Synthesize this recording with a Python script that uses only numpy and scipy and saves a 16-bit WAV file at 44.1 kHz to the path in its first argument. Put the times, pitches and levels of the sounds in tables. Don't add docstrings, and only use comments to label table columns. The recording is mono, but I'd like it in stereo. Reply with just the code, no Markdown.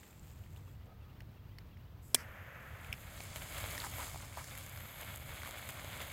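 import sys
import numpy as np
from scipy import signal
from scipy.fft import rfft, irfft, next_fast_len
from scipy.io import wavfile

SR = 44100
rng = np.random.default_rng(int(sys.argv[2]) if len(sys.argv) > 2 else 0)


def unload_wav(signal):
    wavfile.write(
        sys.argv[1],
        SR,
        np.round(np.clip(np.atleast_2d(signal).T, -1, 1) * 32767).astype(np.int16),
    )


def attenuation_scalar(level_db):
    decades = np.asarray(level_db, float) / 20
    return 10 ** decades


N = 270257
TIME = np.arange(N) / SR
COARSE = TIME[::16]
SIZE = next_fast_len(N + 4096)
FREQS = np.arange(SIZE // 2 + 1) * SR / SIZE
LOG_FREQS = np.log(FREQS + 1)


# time in seconds, level of the roar in dB.
FIRE = [(2.6, -70), (2.75, -67.5), (2.85, -59), (2.92, -63), (3.17, -56), (3.59, -53), (3.73, -48),
        (3.86, -51), (4.02, -48.5), (4.17, -56.5), (4.34, -58.5), (5.04, -53.5), (5.3, -52.5), (6.13, -51)]
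# frequency in Hz, left level in dB per Hz, right level in dB per Hz.
BURN_COLOUR = [(230, -5.5, -4), (384, -20.5, -11), (600, -5.5, -2.5), (900, -11, -5), (1320, -12, -1.5),
               (2200, -11, -6), (2800, -18.5, -6), (3500, -16, -10), (4500, -16.5, -13.5),
               (5720, -21.5, -16), (6700, -20, -8), (8300, -27, -9.5), (12000, -18.5, -8),
               (15200, -13, -9.5)]
# start in seconds, peak in dB.
SPUTTERS = [(3.176, -38), (3.42, -37), (3.533, -46), (3.546, -40), (3.641, -37), (3.75, -36), (3.883, -41),
            (3.916, -40), (3.961, -34), (4.044, -35), (4.115, -41), (4.511, -42), (4.761, -39),
            (4.806, -38), (4.856, -40), (5.046, -41), (5.141, -37), (5.225, -37), (5.69, -36), (5.774, -37),
            (5.795, -38), (5.911, -45), (5.93, -34.5), (6.004, -35)]
# start in seconds, peak in dB.
SPARKS = [(3.0435, -50), (3.236, -39), (3.358, -36), (3.423, -37), (3.581, -39), (3.6664, -40),
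          (3.7105, -32), (3.7244, -32), (3.7534, -38), (3.841, -37), (3.8844, -37), (3.898, -26.5),
          (3.9854, -33), (4.0294, -39), (4.0794, -42), (4.5524, -42), (4.5764, -37.5), (4.5844, -39),
          (4.6633, -41), (4.6954, -42), (5.012, -39), (5.047, -41), (5.1594, -38), (5.1744, -45),
          (5.2924, -44), (5.4754, -40), (5.4914, -43), (5.5094, -42), (5.5254, -43), (5.6745, -43),
          (5.6895, -35), (5.7054, -36), (5.8451, -43), (5.9733, -42), (6.0182, -42), (6.0314, -40)]
# centre in seconds, lift in dB, half length in seconds.
SHOWERS = [
    (3.6, 2.5, 0.46),
    (4.9, 0, 0.41),
    (3.0, 3, .04),
    (3.31, -8, 0.03),
    (4.18, 1, 0.026),
    (5.55, -3, .02),
]
# centre in seconds, lift over the steady burn in dB, half length in seconds.
SURGES = [(3.368, 6.5, 0.011), (3.426, 4, 0.025), (3.576, 5, 0.085), (3.895, -5.5, 0.029),
          (4.226, 5.5, 0.0069), (4.385, 5.5, 0.027), (4.52, 4.5, 0.028), (4.58, 4, 0.02), (5.0, 2, 0.028),
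          (5.19, -5, 0.023), (5.245, -3.5, .014), (5.47, 6, 0.025), (5.583, 3, 0.016), (5.697, 9.5, 0.0063),
          (5.95, 2.5, 0.019), (6.02, 3, 0.019)]
# centre in seconds, level in dB, pitch in Hz, half length in seconds.
WHISTLE = [
    (4.95, -58, 12200, .38),
]


def powder():
    roar_db = level(FIRE)
    roar_gain = attenuation_scalar(roar_db - 1.5) + flashes(SPUTTERS, gain_db=-10.5, dying=0.0012)
    roar = roar_gain * hiss(BURN_COLOUR, 250, 0.5, 2.8, 0.63, low_hz=230, high_hz=5500)
    fizz_db = -62 + 0.98 * (roar_db + 56.5)
    fizz_gain = attenuation_scalar(fizz_db) * bumps(SHOWERS) + flashes(SPARKS, gain_db=-6.5, dying=0.00068)
    fizz = fizz_gain * hiss(BURN_COLOUR, 330, 0.87, 2.4, 0.44, low_hz=5500)
    burn = in_pot(bumps(SURGES, rise_share=0.77) * (roar + fizz))
    return burn + swells(WHISTLE, 0.049) + grains(roar_db)


# frequency in Hz, width in Hz, lift in dB.
POT = [
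    (579, 75, 3.5),
    (2214, 256, 7),
    (3400, 810, 5),
    (5690, 190, -18),
    (7600, 870, 1.5),
    (11940, 1300, 4),
]


def in_pot(x):
    shape_db = sum(db / (1 + (2 * (FREQS - hz) / width) ** 2) for hz, width, db in POT)
    return irfft(attenuation_scalar(shape_db) * rfft(x, SIZE), SIZE)[:, :N]


# start in seconds, peak in dB, ring in Hz.
CRACKLES = [(3.204, -37.5, 710), (3.36, -34, 2300), (3.583, -34, 1730), (3.779, -28, 1900),
            (4.029, -39, 2210), (4.552, -39, 2180), (4.576, -44, 2100), (4.591, -44, 3200),
            (4.775, -41, 1500), (5.16, -47, 1670), (5.419, -35, 2090), (5.433, -34, 1440),
            (5.449, -35, 1710), (5.459, -37, 1400), (5.475, -36, 1260), (5.491, -38, 725),
            (5.51, -41, 1500), (5.567, -43, 721), (5.695, -52, 2110), (5.846, -37, 625), (5.973, -43, 619),
            (6.019, -37, 2000)]
# start in seconds, peak in dB, ring in Hz.
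PEBBLES = [(3.802, -28, 4200), (3.84, -35, 1750), (3.846, -37, 1230), (3.867, -33.5, 955),
           (3.984, -35, 1060), (4.08, -39, 930), (4.145, -35.5, 784), (4.159, -34.5, 900),
           (4.206, -41, 1140), (4.373, -32.5, 1030), (4.442, -40.5, 1630)]
# start in seconds, peak in dB, ring in Hz.
SPITS = [
    (3.205, -35.5, 2270),
    (3.360, -35.5, 3300),
    (3.711, -39, 4500),
    (3.779, -40, 5500),
    (4.775, -42, 2200),
    (4.807, -48, 2000),
    (5.433, -45, 2200),
    (5.510, -45, 4000),
    (5.706, -43, 9000),
    (5.931, -44, 4500),
]


def grains(roar_db):
    events = cracking(CRACKLES, -9) + cracking(PEBBLES, -11) + cracking(SPITS, -1.5)
    cracks = snaps(events + small_grains(roar_db, count=20), BURN_COLOUR, 0.012)
    wall_hz = 5000
    return signal.lfilter(*signal.butter(1, wall_hz, fs=SR), cracks)


def small_grains(roar_db, count):
    draw = rng.random((count, 3))
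    spread_db, crack_db = -5, -7
    first_s = FIRE[3][0]
    s = first_s + draw[:, 0] * (N / SR - first_s)
    db = roar_db[(s * SR).astype(int)] + spread_db * (2 * draw[:, 1] - 1)
    low_hz, high_hz = POT[0][0], POT[2][0]
    hz = low_hz * (high_hz / low_hz) ** draw[:, 2]
    return cracking(zip(s, db, hz), crack_db)


# start in seconds, hold in seconds, level in dB.
JET = [
    (2.03, 0.102, -66.5),
    (2.2, 0.0056, -63),
]
# frequency in Hz, left level in dB per Hz, right level in dB per Hz.
GAS_COLOUR = [(2500, -21, -11.5), (4000, -34, -26.5), (4930, -11.5, -10.5), (5900, -10.5, -17.5),
              (7000, -14.5, -2), (8200, -16.5, 0), (9430, -15.5, -9.5), (10530, -17, -1.5), (12000, -10, 0),
              (13500, -9, -1.5), (15000, -11.5, -9), (15800, -18.5, -11)]
# frequency in Hz, left level in dB per Hz, right level in dB per Hz.
FLAME_COLOUR = [(250, -29.5, -36), (400, -24, -11), (540, -6.5, -5), (900, -15.5, -8), (1680, -10.5, -0.5),
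                (2210, -8.5, -7.5), (3370, -31, -16.5), (4220, -30.5, -37), (5700, -32.5, -30),
                (6650, -36.5, -24.5), (8700, -51, -34), (11500, -38.5, -23.5), (13300, -38, -16.5),
                (15800, -44, -36)]


def torch():
    before = TIME < IGNITER[0][0] - .004
    opening = held(JET[:1], rise=0.026, fall=0.026)
    puff = held(JET[1:], rise=.11, fall=.11)
    jet = np.where(before, opening, puff) * hiss(GAS_COLOUR, 0, 0, 0, 0.57, low_hz=2500)
    light_s, burn_out_s = 2.185, 2.94
    blue_flame = (light_s, burn_out_s - light_s, -55)
    afterglow = (burn_out_s, .24, -62)
    whoomp = bumps([(light_s, 3, 0.052)])
    lit = ~before * held([blue_flame, afterglow], rise=.09, fall=0.036) * whoomp
    flame = lit * hiss(FLAME_COLOUR, 0, 0, 0, 0.52, low_hz=250)
    return jet + igniter() + flame + lever()


# start in seconds, level in dB.
IGNITER = [
    (2.1459, -5),
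    (2.1464, -4),
    (2.1476, -15.5),
    (2.1496, -13.5),
]
# frequency in Hz, level in dB, time to fall 80 dB in seconds.
SHELL = [(1700, -3.5, 0.057), (2373, -3, 0.05), (3550, 3, 0.026), (5060, -5.5, 0.03), (4990, -6, 0.029),
         (5940, -15, 0.04), (8070, -7, 0.024), (8800, -28.5, 0.082), (9230, -4, 0.023), (10200, -9, 0.035),
         (11480, -22.5, 0.045), (12050, -28.5, 0.07), (12770, -29, 0.088), (13800, -4, 0.033)]
# frequency in Hz, level in dB, t60 in seconds.
THUD = [
    (248, -26, 0.091),
    (380, -15.5, 0.018),
    (665, -18.5, 0.019),
    (2330, -10.5, 0.015),
]


def igniter():
    t, out = np.arange(8192) / SR, np.zeros((2, N))
    for s, db in IGNITER:
        strength = attenuation_scalar(rng.normal(0, 2.3, (2, len(SHELL))))
        noise = rng.standard_normal((2, len(t)))
        modes = [attenuation_scalar(mode_db - 80 * t / t60) * np.sin(2 * np.pi * hz * t) for hz, mode_db, t60 in SHELL]
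        signs = np.sign(noise[:, :len(SHELL)])
        ring = attenuation_scalar(-17.0) * (strength * signs) @ modes
        decay = attenuation_scalar(-0.5 - 60 * t / 0.0028) + attenuation_scalar(-14.5 - 60 * t / 0.026) + attenuation_scalar(-52.0 - 60 * t / 0.27)
        out[:, round(s * SR):][:, :len(t)] += attenuation_scalar(db) * (ring + noise * decay)
    thud = sum(attenuation_scalar(thud_db - 60 * t / t60) * np.sin(2 * np.pi * hz * t) for hz, thud_db, t60 in THUD)
    out[:, round(IGNITER[1][0] * SR):][:, :len(t)] += thud
    right_db = at_hz([(150, -16.5), (600, -8.0), (1500, -10.5), (2300, -10.0), (3500, -3.5), (5000, -1.5),
                      (6300, -1.5), (8000, 5.5), (10000, 5.0), (13000, 0.5), (15500, -6.0)])
    left_over_right_db = at_hz([(300, -7.0), (1300, -23), (3000, -10), (5500, -3.0), (8500, -16.5), (14000, -11)])
    blow = ports(*out, right_db + left_over_right_db, right_db, [(300, 0.23), (9000, 0.24)], lead=0)
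    rattle = swells([(2.1445, -48, 4300, .0008), (2.15, -25.5, 3500, .002), (2.159, -47, 6200, .002),
                     (2.163, -50, 2000, .004), (2.19, -59.5, 5340, 0.035)], 0.12)
    return rattle + blow


# start in seconds, level in dB, crack over the ring in dB.
RELEASES = [
    (2.9282, -26, -8.5),
    (2.9401, -40, -28),
]
# frequency in Hz, level in dB, swell, dying time and lag in seconds.
LEVER = [
    (2620, -0.5, 0.0007, .0005, 0),
    (2300, -13, 0.0021, .002, 0),
    (5360, -14.5, 0.00032, 0.0019, .0012),
    (3500, -14, .0004, .0012, .0003),
]
# lowest frequency in Hz, swell, dying time and lag in seconds.
LEVER_CRACK = (3600, 0.00068, 0.0016, 0.00062)


def lever():
    t, out = np.arange(-256, 768) / SR, np.zeros((2, N))

    def shape(swell, dying, lag):
        rise = np.exp(-((t - lag) / swell) ** 2)
        return np.where(t < lag, rise, np.exp(-np.maximum(t - lag, 0) / dying))

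    lowest_hz, *crack_times = LEVER_CRACK
    highpass = signal.butter(2, lowest_hz, "high", fs=SR)
    for s, db, crack_db in RELEASES:
        noise = rng.standard_normal((2, len(t)))
        waver = .03 * np.cumsum(noise[0])
        rings = sum(attenuation_scalar(ring_db) * shape(*times) * np.sin(2 * np.pi * hz * t + waver)
                    for hz, ring_db, *times in LEVER)
        crack = attenuation_scalar(crack_db) * shape(*crack_times) * signal.lfilter(*highpass, noise)
        out[:, round(s * SR) - 256:][:, :len(t)] += attenuation_scalar(db) * (rings + crack)
    return out * attenuation_scalar(np.array([[-4.0], [2.6]]))


# start in seconds, hold in seconds, level in dB.
CREASES = [
    (.576, 0, -63),
    (.846, 0.014, -80),
]
# frequency in Hz, left level in dB per Hz, right level in dB per Hz.
CLOTH_COLOUR = [(250, -5, -1), (600, -3, -8), (1500, -16, -3), (2500, -10, -5), (4000, -19, -8.5),
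                (5500, -14, -8), (6550, -16, -5), (7300, -15, 0), (8700, -29, -4), (10300, -21, -14),
                (11500, -7, -2.5), (13500, -10, -3.5), (15800, -14, -4.5)]
# start in seconds, hold in seconds, level in dB.
STEPS = [
    (3.2, 0.61, -63),
    (3.808, 0.051, -57),
    (4.04, 0.017, -56.5),
    (4.21, 0, -60.5),
    (4.392, 0.059, -61),
    (4.59, 0.014, -66.5),
]
# frequency in Hz, left level in dB per Hz, right level in dB per Hz.
STEP_COLOUR = [(250, -1, 4), (398, 2, -1), (600, -5, -9), (1000, -43, 8), (1500, -15, -3), (2200, -18, -13),
               (3300, -23, -1), (4500, -0.5, 4), (6000, -4, 5.5), (7440, -9, 9.5), (9000, -39, 4.5),
               (11300, 2, 2.5), (13000, -23, -7), (15800, -27, 2)]
# centre in seconds, level in dB, pitch in Hz, half length in seconds.
SCUFFS = [
    (3.845, -47.5, 1130, 0.013),
    (4.005, -48, 1050, 0.019),
    (3.864, -51, 920, 0.0068),
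    (4.03, -54, 850, 0.011),
    (4.24, -59, 900, 0.011),
    (4.38, -47.5, 1000, 0.012),
    (4.39, -53, 1440, 0.014),
    (4.412, -54, 1200, 0.016),
]
# start in seconds, peak in dB, ring in Hz.
TICKS = [(0.0314, -46, 1830), (.0335, -48, 3100), (0.1104, -49, 7480), (0.1276, -50, 2500),
         (0.1952, -47, 7510), (1.585, -44, 4500), (0.3137, -57, 7300), (0.438, -52, 3000),
         (0.4633, -54, 1880), (0.5625, -47.5, 2800), (0.5747, -53, 895), (0.6774, -51, 1146),
         (.572, -52, 3450), (1.206, -51, 2600), (1.206, -55, 4310), (1.206, -54, 5250),
         (1.2204, -47.5, 750), (1.586, -53, 2200), (1.586, -54, 3750), (1.586, -51, 5250),
         (2.8464, -40, 2500)]
# start in seconds, peak in dB, ring in Hz, crack over the ring in dB.
KNOCKS = [
    (1.205, -44, 2030, -14),
    (1.585, -44, 1800, -33),
    (1.7703, -51.5, 2100, -27),
]
# frequency in Hz, level in dB, lag in seconds.
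TANK = [
    (1750, -17, 0.0),
    (2180, -14, 0.0067),
    (2900, -5.5, 0.0018),
    (5400, -12, 0.0039),
    (6700, -23, 0.0057),
]


def person():
    settle = held([(0.0071, .705, -68)], rise=1, fall=.17) * attenuation_scalar(-12.5 * TIME)
    rubbing = np.maximum(settle, held(CREASES, rise=0.054, fall=0.027))
    cloth = attenuation_scalar(4.5) * rubbing * hiss(CLOTH_COLOUR, 140, 6.8, 2.8, 1.2, low_hz=250)
    treading = held(STEPS, rise=0.34, fall=0.42)
    grit = attenuation_scalar(5.5) * treading * hiss(STEP_COLOUR, 220, -0.78, 3.7, 1.0, low_hz=249)
    tank_crack_db = -23
    rings = [(s + lag, db + ring_db, hz, tank_crack_db)
             for s, db, _, _ in KNOCKS for hz, ring_db, lag in TANK]
    ticks = snaps(cracking(TICKS, -16.5) + KNOCKS + rings, STEP_COLOUR, 0.011)
    scuffs = swells(SCUFFS + [(.9, -66.5, 600, 0.044)], 0.24)
    return notched(cloth + grit) + scuffs + ticks


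def notched(x):
    hz, width_hz, share = 5770, 300, .6
    thinned = signal.lfilter(*signal.iirnotch(hz, hz / width_hz, SR), x)
    return x + share * (thinned - x)


# centre in seconds, lift over the mean wind in dB, half length in seconds.
GUSTS = [
    (0.0, -9.5, 0.12),
    (.25, -0.5, 0.37),
    (2.4, -1.5, 0.41),
    (2.92, 6, 0.03),
    (3.2, 1.5, 0.29),
    (3.47, -4, 0.039),
    (3.75, 2.5, 0.4),
]
# frequency in Hz, left level in dB per Hz, right level in dB per Hz.
AIR_COLOUR = [(25, -19, -17), (51.3, -6, -5.5), (74, -3, -2), (92, -1.5, 0), (109.4, -3.5, -1.5),
              (130.6, -7.5, -5), (197, -17, -15), (375, -24, -21.5), (960, -29, -24.5), (2500, -33.5, -32),
              (4000, -38.5, -36), (5950, -44.5, -43), (9000, -51, -48.5), (11000, -46.5, -47.5),
              (13950, -36.5, -38), (15700, -35, -42)]
# frequency in Hz, likeness from 0 to 1.
AIR_LIKENESS = [(60, 0.98), (140, 0.97), (300, 0.77), (600, 0.26), (2000, 0), (8000, 0)]
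# centre in seconds, level in dB, pitch in Hz, half length in seconds.
SQUEAKS = [
    (.77, -75, 1960, .015),
    (.835, -74, 1990, .015),
    (.92, -72, 1262, 0.04),
    (1.04, -73.5, 1260, 0.053),
    (1.54, -75, 1980, .02),
]


def background():
    wind_hiss = hiss(AIR_COLOUR, 0, 0, 0, 0.88, high_hz=211, likeness=AIR_LIKENESS, lead=0)
    wind = attenuation_scalar(-52) * bumps(GUSTS) * wind_hiss
    far = attenuation_scalar(-63.5) * hiss(AIR_COLOUR, 0, 0, 0, 0.58, low_hz=189.0, likeness=AIR_LIKENESS, lead=0)
    return wind + far + swells(SQUEAKS, 0.015) + bird()


# centre in seconds, level in dB, from Hz, to Hz, half length in seconds.
PHRASE = [
    (0.014, -71, 2840, 2600, 0.0146),
    (.03, -73, 3400, 3200, 0.0133),
    (.09, -73, 2640, 3050, .014),
    (.13, -79, 4600, 4800, .01),
    (0.157, -75, 2800, 3500, 0.022),
    (.21, -79, 3250, 3100, .015),
]
# start in seconds, level in dB.
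PHRASE_AT = [
    (.31, -5),
    (0.662, 1),
    (1.009, 0.5),
    (1.36, 1.5),
    (1.71, 0.5),
]


def bird():
    out = np.zeros(N)
    t = np.arange(-2048, 2048) / SR
    for start, phrase_db in PHRASE_AT:
        for s, db, from_hz, to_hz, half in PHRASE:
            glide = (from_hz + to_hz) / 2 + (to_hz - from_hz) * np.clip(t / half / 2, -1, 1)
            pitch = rng.normal(1, 0.0111) * glide
            waver = 0.048 * np.cumsum(rng.standard_normal(len(t)))
            tone = np.sin(2 * np.pi * np.cumsum(pitch) / SR + waver)
            flutter = 1 + 0.39 * np.sin(2 * np.pi * 70 * t)
            at = round((start + s) * SR) - 2048
            out[at:at + 4096] += attenuation_scalar(db + phrase_db) * np.exp(-(t / half) ** 2) * tone * flutter
    return out * attenuation_scalar(np.array([[-3.0], [2.0]]))


# frequency in Hz, likeness from 0 to 1.
NEAR_LIKENESS = [(300, 0.85), (2200, 0.85), (4300, 0.85), (5200, 0.66), (8000, 0.96), (10500, 0.75),
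                 (14000, 0.9)]


def hiss(colour, per_s, grain_db, spread_db, flicker_db, low_hz=20, high_hz=16500,
         likeness=NEAR_LIKENESS, lead=1):
    sizes = np.minimum(rng.exponential(1, N), 4)
    born = rng.random(N) < per_s * attenuation_scalar(3.5 * drift(5.0)) / SR
    sizes[born] = attenuation_scalar(grain_db + spread_db * sizes[born])
    bursts = signal.lfilter([1], [1, -.92], sizes * born + 1e-18)
    swell = (1 + bursts) * attenuation_scalar(flicker_db * (drift(30.0) + 1.13 * drift(9.1)))
    band_db = -10 * np.log10((1 + (low_hz / (FREQS + 1)) ** 8) * (1 + (FREQS / high_hz) ** 8))
    direct, scattered = swell * rng.standard_normal((2, N))
    left_db, right_db = at_hz(colour) + band_db, at_hz(colour, column=2) + band_db
    both = ports(direct, scattered, left_db, right_db, likeness, lead)
    return both / np.sqrt(np.mean(both.mean(0) ** 2))


def drift(rate):
    r = np.exp(-80 * np.pi * rate / SR)
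    slow = signal.lfilter([1], [1, -2 * r, r * r], rng.standard_normal(N // 40 + 2002))[2000:]
    return np.interp(np.arange(N) / 40, np.arange(len(slow)), rms_one(slow))


def swells(events, width):
    out = np.zeros((2, N))
    noise = rng.standard_normal((2, N))
    for s, db, hz, half in events:
        band = signal.butter(2, [hz * (1 - width), hz * (1 + width)], "band", fs=SR, output="sos")
        span = slice(round((s - 3 * half) * SR), round((s + 3 * half) * SR))
        bell = np.exp(-((TIME[span] - s) / half) ** 2)
        out[:, span] += attenuation_scalar(db) * rms_one(signal.sosfilt(band, noise[:, span])) * bell
    return ports(*out, -4.5, 4.6, NEAR_LIKENESS)


def snaps(events, colour, t60):
    out = np.zeros((2, N + 2048))
    noise = rng.standard_normal((len(events), 2, 2048))
    for (s, db, hz, crack_db), pair in zip(events, noise):
        out[:, round(s * SR):][:, :2048] += [attenuation_scalar(db) * snap(hz, t60, crack_db, v) for v in pair]
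    left_over_right_db = at_hz(colour) - at_hz(colour, column=2)
    return ports(*out[:, :N], left_over_right_db + 0.069, 0.073, NEAR_LIKENESS)


def snap(hz, t60, crack_db, noise):
    t = np.arange(len(noise)) / SR
    blow = noise * np.exp(-t / 0.0012) + 4.8 * (np.arange(len(t)) == 2)
    crack = signal.lfilter([1, 0, -.6], [1, -.35], blow)
    tone = np.sin(2 * np.pi * hz * t + 0.13 * np.cumsum(noise))
    ring = tone * attenuation_scalar(-60 * t / t60) * np.minimum(t / 0.00033, 1)
    return ring / np.abs(ring).max() + attenuation_scalar(crack_db + 16.0) * crack / np.abs(crack).max()


def cracking(events, crack_db):
    return [(*row, crack_db) for row in events]


def flashes(events, gain_db, dying):
    s, db = np.transpose(events)
    starts = np.full(N, 1e-18)
    starts[(s * SR).astype(int)] = attenuation_scalar(db + gain_db)
    return signal.lfilter([1], [1, -np.exp(-1 / (dying * SR))], starts)


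def held(events, rise, fall):
    curves = []
    for s, hold, db in events:
        away = np.maximum((s - COARSE) / rise, (COARSE - s - hold) / fall)
        curves.append(db - 30 * np.maximum(away, 0))
    return np.interp(TIME, COARSE, attenuation_scalar(np.max(curves, axis=0)))


def bumps(events, rise_share=1):
    db = sum(db * np.exp(-((COARSE - s) / half / np.where(COARSE < s, rise_share, 1)) ** 2)
             for s, db, half in events)
    return np.interp(TIME, COARSE, attenuation_scalar(db))


def level(rows):
    s, db = np.transpose(rows)
    return np.interp(TIME, np.r_[s[0] - .004, s], np.r_[-130, db])


def at_hz(table, column=1):
    rows = np.array(table)
    return np.interp(LOG_FREQS, np.log(rows[:, 0]), rows[:, column])


def rms_one(x):
    return x / np.sqrt(np.mean(x ** 2) + 1e-20)


# frequency in Hz, lead in radians.
LEFT_LEAD = [(0, 0), (4600, 0.88), (5500, 1.5), (6300, 7.5), (8000, 6.5), (10000, 11), (11200, 10.5),
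             (14000, 10.5), (15500, 22)]


def ports(direct, scattered, left_db, right_db, likeness, lead=1):
    alike = np.clip(at_hz(likeness), 0, 1)
    shift = np.exp(1j * lead * np.interp(FREQS, *np.transpose(LEFT_LEAD)))
    direct, scattered = rfft(direct, SIZE), rfft(scattered, SIZE)
    left = attenuation_scalar(left_db) * (alike * shift * direct + np.sqrt(1 - alike ** 2) * scattered)
    return irfft(np.array([left, attenuation_scalar(right_db) * direct]), SIZE)[:, :N]


def scene():
    return powder() + torch() + person() + background()


def roll_off(x):
    return signal.sosfilt(signal.butter(12, 17090, fs=SR, output="sos"), x)


def record(dry):
    ceiling, top_hz = 0.81, 16000
    rounded = ceiling * np.tanh(dry / ceiling)
    top = signal.cheby2(22, 34, top_hz, fs=SR, output="sos")
    return roll_off(signal.sosfilt(top, rounded))


dry = scene()
out = record(dry)
unload_wav(out)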